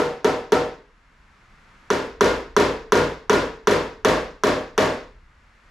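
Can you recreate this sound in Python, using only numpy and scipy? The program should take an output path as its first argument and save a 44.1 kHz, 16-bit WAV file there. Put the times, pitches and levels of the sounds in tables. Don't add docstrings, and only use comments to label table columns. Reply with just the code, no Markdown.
import sys
import numpy as np
from scipy import signal
from scipy.io import wavfile
from scipy.ndimage import uniform_filter1d

SR = 44100
rng = np.random.default_rng(int(sys.argv[2]) if len(sys.argv) > 2 else 0)


def gain_from_db(level_db):
    decades = np.asarray(level_db, float) / 20
    return 10 ** decades


def pcm_store(signal):
    levels = np.round(np.clip(np.atleast_2d(signal), -1, 1) * 32767)
    wavfile.write(sys.argv[1], SR, levels.astype(np.int16).T)


N = 251370
LEAD = int(.1 * SR)
RING_TIME = np.arange(int(.7 * SR)) / SR

# (time [s], peak [dB], knock against peak [dB], rebound after [s], rebound weight [dB])
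EARLIER_BLOW = [
    (-.03, -10, -19, .0394, -5.5),
]
BLOWS = [(0.2446, -6.5, -10.5, .0298, -10.5), (0.5204, -4.5, -11.5, .031, -19.5),
         (1.9025, -7.5, -4, 0.03, -8), (2.2084, -3, -4.5, 0.035, -5), (2.565, -3, -4.3, 0.034, -1.5),
         (2.9209, -3.5, -3, 0.033, -3.5), (3.2959, -4, -4.5, .0338, -1), (3.6717, -4, -5, 0.039, -1),
         (4.0475, -3, -7.5, .0363, -2.5), (4.4354, -5.5, -5, 0.034, -1.5), (4.778, -4, -8, .030, -3.5)]
MOVES = [
    1.2,
    3.9,
]


def at_hz(points, hz):
    table = np.array(points)
    return np.interp(np.log(hz), np.log(table[:, 0]), table[:, 1])


def rms_one(x):
    return x / np.sqrt(np.mean(x ** 2) + 1e-20)


def clicks(times, gains):
    out = np.full(N + LEAD, 1e-18)
    out[np.round(np.asarray(times) * SR).astype(int) + LEAD] = gains
    return out


def fold(x, response):
    return signal.fftconvolve(x[None], np.atleast_2d(response), axes=1)[:, :x.size]


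def swell(s, gain, modes, order=2):
    t, wave = RING_TIME, 0
    for hz, db, rise in modes:
        envelope = (t / rise * np.exp(1 - t / rise)) ** order
        wave = wave + gain_from_db(db) * envelope * np.sin(2 * np.pi * hz * t)
    return fold(clicks(s, gain), wave)[0]


def bands(size, shape):
    # (frequency [Hz], left-right likeness [0-1])
    likeness = [(40, 1), (120, 1), (400, 0.94), (1000, 0.7), (3000, 0.61), (7000, 0.73), (11000, 0.87),
                (14000, .1)]
    # (frequency [Hz], left minus right [dB])
    balance = [(100, -1), (1000, 1.3), (6000, 0), (10000, 4), (14000, 10.5)]
    out, edges = 0, 22 * 2 ** np.arange(0, 9.7, 1 / 3)
    white = rng.standard_normal((2, 2, size + 8000))
    for k, (low, high) in enumerate(zip(edges, edges[1:])):
        band = signal.butter(2, [low, high], "band", fs=SR, output="sos")
        mid, side = signal.sosfilt(band, white[k % 2])[:, 8000:]
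        hz = np.sqrt(low * high)
        alike = np.clip(at_hz(likeness, hz), 0, 1)
        lean = gain_from_db(at_hz(balance, hz) / 2)
        pair = np.sqrt(1 + alike) * mid + np.sqrt(1 - alike) * side * [[1], [-1]]
        out = out + shape(hz) * pair * [[lean], [1 / lean]]
    return out


def contacts():
    # (time [s], weight [dB])
    second_rebounds = [
        (2.2583, -9.5),
        (2.973, -7),
    ]
    boom_at_spot = [
        -2,
        -2.5,
        -4.5,
    ]
    s, peak_db, knock_db, after, rebound_db = np.transpose(EARLIER_BLOW + BLOWS)
    skip, skip_db = np.transpose(second_rebounds)
    later = np.r_[s + after, skip]
    parent = np.searchsorted(s, later) - 1

    weight_db = np.r_[peak_db, peak_db[parent] + np.r_[rebound_db, skip_db]] + 6
    tip_db = peak_db - 5 + 0.75 * knock_db + 7.5
    rebound_tip_db = tip_db[parent] + np.r_[-1.5 + 0 * s, -6.5 + 0 * skip]
    boom_db = np.array(boom_at_spot)[np.searchsorted(MOVES, s)]
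    sway_db = -6 + 0.8 * peak_db

    def share(blow_db, softer_db):
        return weight_db + np.r_[blow_db, blow_db[parent] + softer_db]

    levels_db = [weight_db, np.r_[tip_db, rebound_tip_db],
                 share(knock_db, -4), share(boom_db, -2), share(sway_db, -1)]
    return np.r_[s, later], *gain_from_db(levels_db)


def hammer_knock(s, gain):
    # (frequency [Hz], level [dB], swell [s])
    knock_modes = [(1210, 1, .00105), (1050, -8, .005), (1500, -14, .005), (2100, -23, .003),
                   (2700, -27, .002), (3550, -31, .0015), (4100, -32, .0015)]
    knock = swell(s, gain, knock_modes, order=4)
    return np.array([np.roll(knock, 1), knock])


def tool_tip(s, gain):
    # (frequency [Hz], level [dB], swell [s])
    tip_modes = [(5814, -18, 0.0013), (5990, -12.5, 0.00067), (6270, -12.5, 0.00048),
                 (7550, -21.5, 0.00048), (10100, -18, 0.00022), (12500, -26, 0.00018)]
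    # (time [s], level [dB])
    sets_tool = [
        (1.598, -58),
    ]
    set_s, set_db = np.transpose(sets_tool)
    return swell(np.r_[s + 0.00049, set_s], np.r_[gain, gain_from_db(set_db)], tip_modes, order=1)


def sheet_boom(s, gain):
    # (frequency [Hz], level [dB], swell [s])
    boom_modes = [(198.6, -14, 0.011), (266.8, -16, 0.022), (414.8, -3.5, 0.012)]
    return swell(s, gain, boom_modes)


def first_spot_hum(s, gain):
    # (frequency [Hz], level [dB], swell [s])
    hum_modes = [(431, -6.5, 0.013), (949.4, -11.5, 0.0095)]
    return swell(s, gain * (s < MOVES[0]), hum_modes, order=1)


def door_sway(s, gain):
    # (frequency [Hz], level [dB], swell [s])
    sway_modes = [(32.6, -40.5, 0.14), (56, -25, 0.07), (96.6, -19.5, 0.046)]
    return swell(s, gain, sway_modes)


def ring(x, hz, t60):
    r, w = gain_from_db(-60 / (t60 * SR)), 2 * np.pi * hz / SR
    return signal.lfilter([0, np.sin(w)], [1, -2 * r * np.cos(w), r * r], x)


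def rough_mode(hz, t60, fill=0.048):
    blur_s = .24 * (500 / hz) ** .55
    clump = rms_one(ring(rng.standard_normal(RING_TIME.size + 8000), hz, blur_s)[8000:])
    return (1 - np.exp(-RING_TIME / fill)) * gain_from_db(-60 * RING_TIME / t60) * clump


def sheet(s, gain):
    # (frequency [Hz], first spot [dB], second spot [dB], third spot [dB])
    lasting_modes = [(157.1, -18.5, -20, -17), (236.4, -21, -18.5, -15.5), (265.2, -11, -12, -11),
                     (279.3, -9, -32, -17), (410, -14, -16, -24), (441.6, -14, -12, -20),
                     (480.7, -9, -22.5, -22.5), (516, -30, -41, -13), (370.5, -16.5, -19.5, -30.5),
                     (621, -6, -14, -6), (814, -55.5, -37, -44), (758, -9.5, -32, -16),
                     (909, -10.5, -21, -25), (976.5, -13, -11.5, -22), (1130, -42.5, -19, -9),
                     (1190, -28, -47, -47), (1320, -14, -35.5, -31), (1425, -13, -13, -17),
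                     (1748, -24, -27.5, -21.5), (1624, -24.5, -16.5, -15.5), (2080, -40, -36, -40),
                     (2242, -40, -37, -41), (2800, -45, -44, -43), (3370, -45, -44, -46),
                     (3950, -47, -46, -47), (4240, -54, -45.5, -53), (5370, -36.5, -34.5, -47),
                     (5990, -43, -34.5, -44)]
    # (frequency [Hz], T60 [s])
    decay = [(150, .36), (270, .25), (430, .39), (630, .31), (1000, .31), (6000, .25)]
    chance_db = rng.normal(0, 1.5, (len(s), len(lasting_modes)))
    spot, out = np.searchsorted(MOVES, s), 0
    for (hz, *spot_db), luck_db in zip(lasting_modes, chance_db.T):
        strength = gain * gain_from_db(np.array(spot_db)[spot] + luck_db)
        out = out + fold(clicks(s, strength), rough_mode(hz, at_hz(decay, hz)))
    return out


def garage(s, gain, level_db=-24, fill=0.14):
    # (frequency [Hz], level [dB per Hz])
    tail = [(59, -50), (100, -14), (424, 1.5), (540, 3.5), (621, -7), (691, -8.5), (970, -4.5), (1230, -11),
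            (1680, -12), (2470, -16), (2860, -19), (5770, -25.5), (12800, -41.5), (15000, -63)]
    # (frequency [Hz], T60 [s])
    tail_t60 = [(100, 0.38), (400, 0.32), (1500, 0.35), (5000, 0.34), (10000, 0.27), (14000, 0.13)]
    t = RING_TIME

    def dying(hz):
        rattle_db = 2.2 * np.interp(t * 90, np.arange(80), rng.standard_normal(80))
        level = at_hz(tail, hz) + rattle_db * (hz > 1500) - 60 * t / at_hz(tail_t60, hz)
        filling = 1 - 0.77 * np.exp(-t / fill)
        onset = 1 - np.exp(-t * hz / 5.7)
        return gain_from_db(level) * filling * onset

    turn = rng.uniform(0, np.pi / 2, len(s))
    out = 0
    for share in (np.cos(turn), np.sin(turn)):
        out = out + fold(clicks(s, gain * share), rms_one(bands(t.size, dying)))
    return gain_from_db(level_db) * out


def distant_hiss(since):
    # (frequency [Hz], level [dB per Hz])
    air = [(25, 0.5), (50, -11), (70, -14.5), (190, -14), (400, -23.5), (750, -22.5), (1100, -15.5),
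           (1900, -17.5), (3000, -28), (7000, -38), (9000, -42.5), (12500, -55)]
    sink_db, return_s = 10.5, 1.17
    sunk_db = -sink_db * np.clip(1 - since / return_s, 0, 1)
    hiss = rms_one(bands(N, lambda hz: gain_from_db(at_hz(air, hz))))
    top_edge = signal.cheby2(14, 40, 13100, fs=SR, output="sos")
    return gain_from_db(-52 + sunk_db) * signal.sosfilt(top_edge, hiss)


def rumble(t, since):
    lump_db, lumps_per_s = 2.5, 5
    shake_db, shake_s = -51, 0.69
    low_band = signal.butter(2, [20, 62], "band", fs=SR, output="sos")
    noise = rms_one(signal.sosfilt(low_band, rng.standard_normal(N)))
    lumps_db = lump_db * np.interp(t * lumps_per_s, np.arange(200), rng.standard_normal(200))
    shake = gain_from_db(shake_db) * np.exp(-(since / shake_s) ** 2) * (t > MOVES[0])
    return (gain_from_db(-66) + shake) * gain_from_db(lumps_db) * noise


def background():
    t, s = np.arange(N) / SR, np.transpose(EARLIER_BLOW + BLOWS)[0]
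    since = t - s[np.searchsorted(s, t) - 1]
    return distant_hiss(since) + rumble(t, since)


def scene():
    s, gain, tip_gain, knock_gain, boom_gain, sway_gain = contacts()
    sharp = hammer_knock(s, knock_gain) + tool_tip(s, tip_gain)
    sharp = sharp * gain_from_db([[-1.2], [1.2]])
    body = sheet_boom(s, boom_gain) + door_sway(s, sway_gain) + sheet(s, gain)
    blows = sharp + body + first_spot_hum(s, boom_gain) + garage(s, gain)
    return blows[:, LEAD:] + background()


def band_limit(x):
    return signal.sosfilt(signal.butter(12, 16400, fs=SR, output="sos"), x)


def record(dry):
    dry = signal.sosfilt(signal.butter(4, 13800, fs=SR, output="sos"), dry)
    port = signal.butter(1, [8000, 9800], "band", fs=SR, output="sos")
    dry = dry - 0.52 * signal.sosfilt(port, dry)

    level_db = 10 * np.log10(uniform_filter1d(np.mean(dry ** 2, axis=0), 220) + 1e-12)
    over_db = np.maximum(level_db + 31.5, 0)
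    slope = 90 * np.arange(N) / SR
    held_db = np.maximum.accumulate(over_db + slope) - slope
    r = np.exp(-1 / (0.005 * SR))
    duck_db = -.3 * signal.lfilter([1 - r], [1, -r], np.maximum(held_db, 0))

    held = 1.59 * np.tanh(dry * gain_from_db(duck_db) / 1.608)
    held = signal.sosfilt(signal.cheby2(12, 50, 16300, fs=SR, output="sos"), held)
    return band_limit(held)


dry = scene()
out = record(dry)
pcm_store(out)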